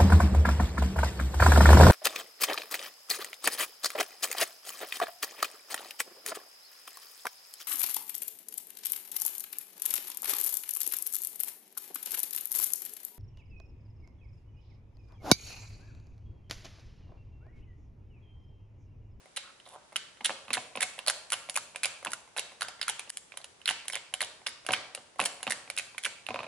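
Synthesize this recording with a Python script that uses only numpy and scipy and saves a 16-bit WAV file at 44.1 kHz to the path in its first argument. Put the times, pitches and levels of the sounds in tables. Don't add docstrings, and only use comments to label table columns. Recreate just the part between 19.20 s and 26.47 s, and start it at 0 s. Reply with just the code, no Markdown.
import sys
import numpy as np
from scipy import signal
from scipy.fft import rfft, irfft, next_fast_len
from scipy.io import wavfile
from scipy.ndimage import uniform_filter1d

SR = 44100
rng = np.random.default_rng(int(sys.argv[2]) if len(sys.argv) > 2 else 0)


def gain_from_db(level_db):
    decades = np.asarray(level_db, float) / 20
    return 10 ** decades


def to_wav(s):
    ch = np.atleast_2d(s).T
    pcm = np.round(np.clip(ch, -1, 1) * 32767)
    wavfile.write(sys.argv[1], SR, pcm.astype(np.int16))


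N = 320607


def at_hz(points, hz):
    point_hz, value = np.array(points).T
    return np.interp(np.log(hz + 1), np.log(point_hz), value)


def shaped(x, response):
    size = next_fast_len(x.shape[-1] + SR // 20, True)
    hz = np.arange(size // 2 + 1) * SR / size
    return irfft(rfft(x, size) * response(hz), size)[..., :x.shape[-1]]


def filtered(x, order, hz, kind):
    return signal.sosfilt(signal.butter(order, hz, kind, fs=SR, output="sos"), x + 1e-18)


def contact(t, rise_s):
    return np.sin(np.pi / 2 * np.clip(t / rise_s, 0, 1)) ** 2


def place(grains, contacts, lead_s=0.0):
    out = np.zeros(N + SR)
    for s, grain in zip(np.array(contacts)[:, 0], grains):
        start = int((s - lead_s) * SR)
        out[start:start + len(grain)] += grain
    return out[:N]


def struck(modes, count, size, spread_db, rise_s, detune, near_hz=None, db_per_octave=0.0, damping=0.69):
    t = np.arange(size) / SR
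    draws = rng.standard_normal((count, len(modes), 3))
    out = 0
    for k, (hz, level_db, t60) in enumerate(modes):
        far = 0 if near_hz is None else np.abs(np.log2(hz / near_hz))
        gain = gain_from_db(level_db + spread_db * draws[:, k, :1] - db_per_octave * far)
        pitch = hz * (1 + detune * draws[:, k, 1:2])
        decay = gain_from_db(-60 * (damping * t / t60) ** damping)
        out = out + gain * np.sin(2 * np.pi * pitch * t + 3 * draws[:, k, 2:]) * decay
    out = out * contact(t, rise_s)
    return out / np.abs(out).max(axis=1, keepdims=True)


# frequency in Hz, level in dB per Hz.
HISS_SPECTRUM = [(18, -34), (30, -8), (151, -5), (296, -6), (353, -3), (9900, -15.5), (11500, -23),
                 (15000, -60), (22000, -120)]
# frequency in Hz, likeness from 0 to 1.
HISS_LIKENESS = [(60, 1), (300, 0), (1500, 0), (6000, 0)]


def room_tone(level_db=-63):
    def alike(hz):
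        return np.clip(at_hz(HISS_LIKENESS, hz), 0, 1)
    mid, side = rng.standard_normal((2, N))
    mid = shaped(mid, lambda hz: gain_from_db(at_hz(HISS_SPECTRUM, hz)) * np.sqrt(1 + alike(hz)))
    side = shaped(side, lambda hz: gain_from_db(at_hz(HISS_SPECTRUM, hz)) * np.sqrt(1 - alike(hz)))
    return gain_from_db(level_db) * np.array([mid + side, mid - side]) / mid.std()


# frequency in Hz, t60 in seconds.
WALL_DECAY = [(100, 0.88), (500, 0.7), (2500, 0.53), (9700, 0.54)]
# frequency in Hz, level in dB.
WALL_COLOUR = [(100, -1), (300, -2), (750, -0.5), (1500, -2), (3000, -2.5), (5500, -4), (8000, 0.5),
               (11000, -8)]


def walls(x, level_db=-34.5, near_db=22.0, near_t60=0.019, alike_hz=1470.0):
    t = np.arange(SR * 3 // 4) / SR
    white = rng.standard_normal((2, 2, len(t)))
    edges_hz = 70 * 2 ** np.arange(0, 8, .5)
    tail = 0
    for k, (low, high) in enumerate(zip(edges_hz, edges_hz[1:])):
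        mid, side = filtered(white[k % 2], 2, [low, high], "band")
        hz = np.sqrt(low * high)
        alike = 1 / (1 + (hz / alike_hz) ** 2)
        fade = gain_from_db(-60 * t / at_hz(WALL_DECAY, hz)) + gain_from_db(near_db - 60 * t / near_t60)
        pair = np.sqrt(1 + alike) * mid + np.sqrt(1 - alike) * side * [[1], [-1]]
        tail = tail + gain_from_db(at_hz(WALL_COLOUR, hz)) * fade * pair
    tail = tail * gain_from_db(level_db) * contact(t, .011)
    return signal.fftconvolve(x[None], tail, axes=1)[:, :N]


# delay in ms, level in dB.
FIRST_ECHO = (9.1, -15.5)
# direct path in ms, counter bounce in ms after it.
PORT_DELAYS = [(.0, .113), (.027, .082)]
# direct level in dB, counter bounce level in dB.
PORT_LEVELS = [(-1.8, -9), (0.5, -10)]
# frequency in Hz, difference in dB.
PORT_TILT = [(200, 2), (1000, 0.5), (4000, -1), (9000, -3), (11000, 4), (12500, 9)]


def ports(x):
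    def path(hz, ms, level_db):
        return gain_from_db(level_db) * np.exp(-2j * np.pi * hz * ms / 1000)

    echo_ms, echo_db = FIRST_ECHO
    x = shaped(x, lambda hz: 1 + path(hz, echo_ms, echo_db))
    heard = []
    for (ms, late_ms), (db, late_db), half in zip(PORT_DELAYS, PORT_LEVELS, (.5, -.5)):
        def response(hz):
            bounced = 1 + path(hz, late_ms, late_db)
            return path(hz, ms, db) * bounced * gain_from_db(half * at_hz(PORT_TILT, hz))
        heard.append(shaped(x, response))
    return np.array(heard)


def shadows(x, level_db=-9.0, from_hz=3300.0):
    flicker = uniform_filter1d(rng.standard_normal(N), size=90)
    bright = filtered(x, 2, from_hz, "high")
    return gain_from_db(level_db) * bright * flicker / flicker.std() * [[1], [-1]]




def shared_out(contacts, tick_db, knock_db, scratch_db):
    return [(s, db + tick_db, hz, db + knock_db, db + scratch_db) for s, db, hz in contacts]


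# start in seconds, strength in dB.
PRESSES = [(.0574, -46), (.463, -45), (0.4738, -47.5), (0.7227, -45), (.727, -43), (1.0268, -53),
           (1.0646, -42), (1.2909, -43), (1.781, -36.5), (2.8277, -37.5), (3.0763, -47.5), (3.319, -43),
           (4.2025, -46), (4.405, -51), (4.5033, -36.5), (4.6545, -40.5), (4.927, -42), (5.0169, -27.5),
           (5.217, -47), (5.2735, -41), (5.4493, -42), (5.4801, -48), (5.523, -38), (5.9587, -44),
           (6.0233, -44), (6.0299, -29), (6.2064, -41), (6.8683, -35), (7.2344, -39)]


def presses():
    return shared_out([(s, db, 2100) for s, db in PRESSES], -7, 0.09, -11.5)


def brush(start_s=.478, end_s=0.56, press_db=-60, swell_db_per_s=298):
    times = np.linspace(end_s, start_s, num=14) + rng.uniform(-.002, .002, size=14)
    return [(s, -54, 3500, press_db + swell_db_per_s * (s - start_s), -54) for s in times]


# start in seconds, strength in dB.
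SKIDS = [(0.4893, -47), (1.0434, -37), (1.5595, -36), (2.1023, -29.5), (2.1107, -47), (2.297, -23.5),
         (2.343, -37), (2.906, -39), (2.9178, -31), (3.8953, -34.5), (3.901, -27), (3.971, -27.5),
         (4.6817, -24.5), (4.73, -33), (5.017, -25), (5.0465, -34), (5.2738, -27.5), (5.52, -26.5),
         (5.529, -27), (5.9856, -46), (6.023, -33), (6.298, -30), (6.5648, -35.5), (6.8298, -41)]


def skids():
    return shared_out([(s, db, 2900) for s, db in SKIDS], -10, -19, 0.092)


def wobble(start_s=7.0874, swing_s=.0558, shrink=.853, other_edge_share=.335):
    swings_s = swing_s * shrink ** np.arange(5)
    near, other = [], []
    for k, swing in enumerate(swings_s):
        s = start_s + swings_s[:k].sum()
        db = -23.5 - 0.86 * k * k
        near.append((s, db, 2500))
        other.append((s + other_edge_share * swing, db - 0.5, 2500))
    return shared_out(near, -2.5, 0.1, -20.5) + shared_out(other, -5, 0.1, -27)


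# start in seconds, strength in dB, glass pitch in Hz.
TIPS = [(1.0078, -36, 2200), (1.0106, -38.5, 2930), (1.0942, -24, 1730), (1.1036, -25.5, 2650),
        (1.2814, -35.5, 2560), (1.305, -22, 2600), (1.3538, -30, 1520), (1.37, -23.5, 1710),
        (1.3772, -25.5, 2680), (1.5545, -27, 2520), (1.573, -23, 2640), (2.2887, -35.5, 2260),
        (2.5476, -40, 2300), (2.8606, -29, 1470), (2.8694, -25.5, 2650), (3.5944, -43, 2080),
        (3.6753, -53, 1360), (3.8756, -43.5, 2830), (4.1396, -44, 2850), (5.0351, -48, 1480),
        (5.4886, -17.5, 1590), (5.5069, -19, 2680), (5.7757, -36.5, 2860), (5.9944, -19, 1150),
        (6.0144, -20.5, 2580), (6.2681, -22.5, 2520), (6.2763, -22.5, 2840), (6.4767, -40, 2460),
        (6.7466, -41, 2470)]


def tips():
    return shared_out(TIPS, -2, 0.091, -19)


# start in seconds, strength in dB, glass pitch in Hz, body knock in dB.
CENTRED_HITS = [
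    (4.1206, -36.5, 2400, -48),
    (4.4779, -16, 3000, -57),
    (5.0141, -20, 4340, -62),
    (5.5374, -17, 3030, -31),
    (5.5450, -21, 2270, -33),
    (6.8616, -24.5, 1520, -52),
]
# start in seconds, strength in dB, glass pitch in Hz, body knock in dB.
SQUARE_HITS = [(.7711, -62, 2350, -60), (4.215, -43, 4270, -53), (0.4004, -44.5, 3130, -62),
               (.971, -47, 3070, -54), (1.0559, -17, 3280, -48), (1.071, -47, 3170, -55),
               (1.3477, -24, 2130, -48), (1.6171, -25, 1780, -32), (2.1387, -22, 2940, -29.5),
               (2.3568, -28.5, 2450, -61), (2.3815, -31, 1310, -49), (2.6456, -17, 2390, -35.5),
               (3.1646, -32, 2650, -32), (3.419, -22, 4380, -36), (3.4196, -21.5, 1430, -35),
               (1.252, -48, 3500, -60), (4.4159, -42.5, 2960, -57), (4.4572, -19, 4200, -57),
               (4.7239, -28, 5250, -59), (4.7441, -26, 3020, -42), (4.7616, -29, 2120, -32),
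               (4.7712, -31.5, 3400, -50), (5.2642, -24.5, 2900, -43), (5.2672, -19.5, 3500, -32),
               (5.2846, -35, 2040, -51), (5.564, -30, 2200, -43), (6.5954, -23, 2500, -37),
               (7.0658, -31, 2700, -42)]


def square_hits():
    centred = [(s, db, hz, knock_db, db - 19) for s, db, hz, knock_db in CENTRED_HITS]
    return centred + [(s, db, hz, knock_db, db - 12.5) for s, db, hz, knock_db in SQUARE_HITS]


# start in seconds, strength in dB, glass pitch in Hz, slide in dB.
SLAPS = [(1.6072, -31, 2000, 7.5), (1.6272, -21, 2100, 4), (1.8984, -25, 1570, 7.5), (1.9068, -34, 1420, 3),
         (2.1208, -23.5, 1370, 4), (2.1281, -25.5, 1460, -1), (2.3736, -24.5, 1130, 2.5),
         (2.8483, -31.5, 1660, 5.5), (2.9333, -27.5, 1400, 2.5), (3.1695, -30, 1470, -3.5),
         (3.178, -28, 1770, 2.5), (3.4094, -26, 1600, 0), (3.4481, -39, 1660, -5),
         (5.5345, -14.5, 2500, -9), (6.0621, -28, 1770, 4), (6.3062, -22, 2070, 2)]
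# start in seconds, strength in dB, glass pitch in Hz, slide in dB.
FIRM_PECKS = [(.1753, -31, 2750, -2), (1.7897, -26.5, 2730, -8.5), (1.864, -30.5, 4560, -1),
              (1.8735, -21.5, 4420, -2), (1.8814, -16, 4350, -1.5), (2.1315, -23.5, 2950, -3),
              (2.3626, -23.5, 2470, 3), (2.5593, -27.5, 2410, -1), (2.6558, -23, 2300, 3),
              (3.1835, -19.5, 3860, -17), (3.1937, -24, 2760, 0), (3.4285, -31.5, 2950, 2),
              (3.4839, -29, 4930, -5.5), (3.696, -23, 2970, 0.5), (3.7941, -27.5, 2380, -1.5),
              (4.1723, -31, 3160, 0), (4.2431, -36, 2890, 1), (4.4993, -32, 2200, 8),
              (4.6996, -30, 2240, -1.2), (4.7341, -27, 3120, -8), (4.7538, -24.5, 2250, -3.5),
              (4.939, -22, 3000, -3.5), (5.0264, -22.5, 3750, -4.5), (5.4647, -28.5, 2820, 1.5),
              (5.7488, -28.5, 2810, 0.8), (6.0004, -16.5, 2610, -6), (6.0389, -30, 2340, 1.5),
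              (6.057, -21, 3070, -2.5), (6.2297, -26.5, 2900, -2), (6.5002, -27, 2350, -2)]
# start in seconds, strength in dB, glass pitch in Hz, slide in dB.
FLICKS = [(.1633, -44, 2700, -0.5), (.1675, -32.5, 2900, 5), (.1716, -21.5, 3900, -11),
          (.7593, -18, 2960, -9), (.7641, -24.5, 2950, -0.5), (1.0468, -23, 3330, 1.5),
          (1.0527, -21, 4040, -3), (1.0585, -20, 3500, 1), (1.3319, -26.5, 2270, 8),
          (1.3387, -19, 4200, -6), (1.6318, -21, 2170, -3.5), (2.6331, -23, 2390, 1),
          (2.638, -23.5, 2350, 1.5), (3.6141, -19, 4980, -11), (3.6284, -22, 4560, -6),
          (3.6807, -23.5, 1390, 0), (3.6894, -20, 3260, -4), (4.4748, -44, 3700, 16),
          (4.4824, -19.5, 2890, -8), (4.49, -13.5, 2920, -13), (4.5088, -22.5, 2850, -4),
          (5.0063, -19.5, 1900, -8), (6.3211, -21, 1820, -2.5), (6.5754, -23, 2500, -10),
          (6.578, -23.5, 3650, -6), (6.5876, -24.5, 2500, -7), (6.7808, -26, 2350, -4.5),
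          (6.8364, -31.5, 3350, 0), (6.8472, -24.5, 3180, -7), (6.852, -19.5, 2280, -1.5)]


def pecks():
    kinds = [(SLAPS, -7.5), (FIRM_PECKS, -8.5), (FLICKS, -21)]
    return [(s, db, hz, db + body_db, db + slide_db)
            for rows, body_db in kinds for s, db, hz, slide_db in rows]


def cracks(taps, low_db=20.5, mid_db=18.0, high_db=12.5):
    signs = rng.choice([-1, 1], (len(taps), 3))
    ranges = [(3, low_db, 450, 1400), (1, mid_db, 1400, 5000), (4, high_db, 5000, 12000)]
    out = 0
    for k, (column, level_db, low, high) in enumerate(ranges):
        clicks = place(gain_from_db(taps[:, column, None] + level_db) * signs[:, k, None], taps)
        out = out + filtered(clicks, 3, [low, high], "band")
    return out


# frequency in Hz, level in dB per Hz.
GRIT_SPECTRUM = [(1800, -5.5), (4000, -0.5), (6000, -1), (8500, -2), (10500, 5), (12500, 1.5)]


def scratch(taps, level_db=1.0, t60=0.0094, hold_s=0.0006, drag_db=-17.0, drag_t60=0.052, skid_s=0.0014):
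    t = np.arange(2048) / SR
    grit = rng.standard_normal((len(taps), 2048))
    grit = shaped(grit, lambda hz: gain_from_db(at_hz(GRIT_SPECTRUM, hz)) * (hz > 1500))
    after = np.maximum(t - skid_s - hold_s * 2 * rng.random((len(taps), 1)), 0)
    fade = gain_from_db(-60 * after / t60) + gain_from_db(drag_db - 60 * after / drag_t60)
    fade = fade * contact(t, skid_s)
    return place(gain_from_db(taps[:, 4:5] + level_db) * grit / grit.std() * fade, taps, lead_s=0.00055)


# start in seconds, length in seconds, grit in dB, glass pitch in Hz, glass hum in dB.
SLIDES = [(0.162, 0.004, -35, 2960, -35), (0.231, 0.078, -72, 1280, -59), (0.454, 0.017, -64, 3600, -56),
          (1.0436, 0.0026, -32, 3300, -53), (1.064, 0.0036, -34, 3260, -31),
          (1.329, 0.0095, -31, 2270, -39), (1.342, 0.015, -31, 3380, -34), (1.55, 0.0032, -58, 1520, -51),
          (1.6045, .008, -34, 2100, -33), (1.616, 0.015, -27, 2980, -31.5),
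          (1.885, 0.013, -39, 4200, -31.5), (2.117, 0.0027, -40, 2000, -45), (2.13, 0.0058, -26, 2500, -47),
          (2.356, 0.0035, -27, 2500, -44), (2.873, 0.0059, -54, 2500, -38.5),
          (2.858, 0.013, -60, 1040, -40.5), (4.953, .001, -40, 3000, -40), (2.931, 0.0058, -35, 1530, -48),
          (3.174, 0.0064, -35, 1700, -43), (3.197, 0.0022, -37, 2700, -51), (3.423, 0.0054, -38, 1600, -48),
          (3.62, 0.0011, -45, 5000, -34), (3.693, 0.0086, -60, 880, -41.5), (4.187, .002, -44, 3000, -52),
          (4.462, .001, -33, 4500, -38), (4.479, 0.0037, -38, 2800, -36), (4.5024, 0.0029, -50, 980, -36),
          (4.509, 0.0026, -50, 870, -32.5), (5.035, 0.0028, -40, 3000, -37),
          (5.267, 0.0049, -49, 4950, -29), (5.29, 0.0044, -40, 3500, -49), (5.52, 0.002, -33, 3200, -29.5),
          (5.989, 0.01, -67, 1190, -44), (6.009, 0.0071, -31, 2000, -45), (6.052, 0.0094, -24.5, 2580, -41),
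          (6.273, 0.004, -48, 1360, -48), (6.31, 0.0037, -20, 2000, -38), (6.584, 0.0048, -22, 2500, -35),
          (6.857, 0.011, -38, 2160, -35.5), (3.677, 0.0018, -51, 2500, -39)]


def slides(edge_s=0.0013, sharpness=2.9, lumps_db=2.0):
    _, length_s, grit_db, hz, hum_db = np.array(SLIDES).T[:, :, None]
    t = np.arange(4096) / SR
    noise = rng.standard_normal((3, len(SLIDES), 4096))
    grit = shaped(noise[0], lambda f: gain_from_db(at_hz(GRIT_SPECTRUM, f)) * (f > 4000))
    hum = shaped(noise[1], lambda f: 1 / (1 + (sharpness * (f / hz - hz / (f + 1))) ** 2))
    lumps = uniform_filter1d(noise[2], size=60)
    fade = contact(t, edge_s) * contact(length_s + edge_s - t, 2 * edge_s)
    fade = fade * gain_from_db(lumps_db * lumps / lumps.std())
    both = gain_from_db(grit_db) * grit / grit.std() + gain_from_db(hum_db) * hum / hum.std(axis=1, keepdims=True)
    return place(both * fade, SLIDES)


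# frequency in Hz, level in dB, t60 in seconds.
BODY_MODES = [(626, 3.5, 0.023), (897, 2.5, 0.022), (1042, 4, 0.023), (1125, 2.5, 0.012), (520, -1, 0.027),
              (737, -11.5, 0.095)]
# frequency in Hz, level in dB, t60 in seconds.
SLAB_MODES = [(120, -4, 0.083), (214, 0, 0.093), (267, 6.5, 0.064)]


def knock(taps, rocking, level_db=-4.0, slab_db=-36.0, flatness=0.66, hollow_db=0.0, hollow_hz=742.0):
    body = struck(BODY_MODES, len(taps), size=2048, spread_db=3.5, rise_s=0.0006, detune=0.045, damping=1.4)
    body = place(gain_from_db(taps[:, 3:4] + level_db) * body, taps, lead_s=0.00038)
    body = filtered(body, 2, 350.0, "high")
    body = body + gain_from_db(hollow_db) * signal.lfilter(*signal.iirpeak(hollow_hz, 25.0, fs=SR), body)
    knock_db, scratch_db = rocking.T[3:, :, None]
    slab = struck(SLAB_MODES, len(rocking), size=4096, spread_db=1.5, rise_s=0.0094, detune=0.11)
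    shake_db = knock_db + slab_db + flatness * np.clip(knock_db - scratch_db, 0, 20)
    return body + place(gain_from_db(shake_db) * slab, rocking)


def blurred_glass(taps, t60=0.011):
    t = np.arange(1024) / SR
    tick_db, hz = taps.T[1:3, :, None]
    return place(np.sin(2 * np.pi * hz * t) * gain_from_db(tick_db - 60 * t / t60), taps)


# frequency in Hz, level in dB, t60 in seconds.
GLASS_MODES = [(1568, 3, 0.012), (2118, -5.5, 0.029), (2650, -4.5, 0.025), (3140, 6, 0.0083),
               (3750, 1.5, 0.018), (4200, -7, 0.03), (4560, -21, 0.002)]


def glass(taps, own_db=0.0, rest_db=-2.5, t60=0.025, rise_s=0.0017, rebound_s=0.00219, rebound_db=-12,
          touch_s=0.0027, ring_db=-4.0):
    t = np.arange(1024) / SR
    tick_db, hz = taps.T[1:3, :, None]
    touch = contact(touch_s - t, rise_s) + gain_from_db(ring_db - 60 * t / t60)
    own = np.sin(2 * np.pi * hz * t) * contact(t, rise_s) * touch
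    own = own / np.abs(own).max(axis=1, keepdims=True)
    rest, again = (struck(GLASS_MODES, len(taps), size=1024, spread_db=1.0, rise_s=0.0008, detune=0.042,
                          near_hz=hz, db_per_octave=4.5, damping=1.8) for _ in range(2))
    again = again * gain_from_db(rebound_db + 3.0 * rng.uniform(-1, 1, (len(taps), 1)))
    first = gain_from_db(tick_db) * (gain_from_db(own_db) * own + gain_from_db(rest_db) * rest)
    return place(first, taps, lead_s=.0005) + place(gain_from_db(tick_db) * again, taps, lead_s=-rebound_s)


def scene():
    rocking = np.array(tips() + wobble() + presses())
    taps = np.vstack([rocking, square_hits(), pecks(), skids(), brush()])
    crack, grit, slide = cracks(taps), scratch(taps), slides()
    body = knock(taps, rocking)
    direct = glass(taps) + body + grit + slide + gain_from_db(-5.5) * crack
    to_walls = gain_from_db(-7.0) * body + gain_from_db(-6.5) * slide + gain_from_db(-13) * grit
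    to_walls = to_walls + gain_from_db(-7.0) * blurred_glass(taps) + crack
    return gain_from_db(0.68) * ports(direct) + walls(to_walls) + room_tone() + shadows(direct)


def low_pass(x):
    return signal.sosfilt(signal.butter(12, 12320, fs=SR, output="sos"), x)


# start in seconds, depth in dB, recovery in seconds.
GAIN_DIP = (3.903, -15, .006)
# frequency in Hz, level in dB.
TOP_CUT = [(11000, -1), (11250, -22), (11650, -30.5), (16000, -76)]


def record(dry):
    start_s, dip_db, recovery_s = GAIN_DIP
    since = np.maximum(np.arange(N) / SR - start_s, 0) / recovery_s
    x = dry * gain_from_db(dip_db * since * np.exp(1 - since))
    x = filtered(x, 2, 50.0, "high")
    x = shaped(x, lambda hz: gain_from_db(at_hz(TOP_CUT, hz)))
    return low_pass(x)


dry = scene()
out = record(dry)
to_wav(out)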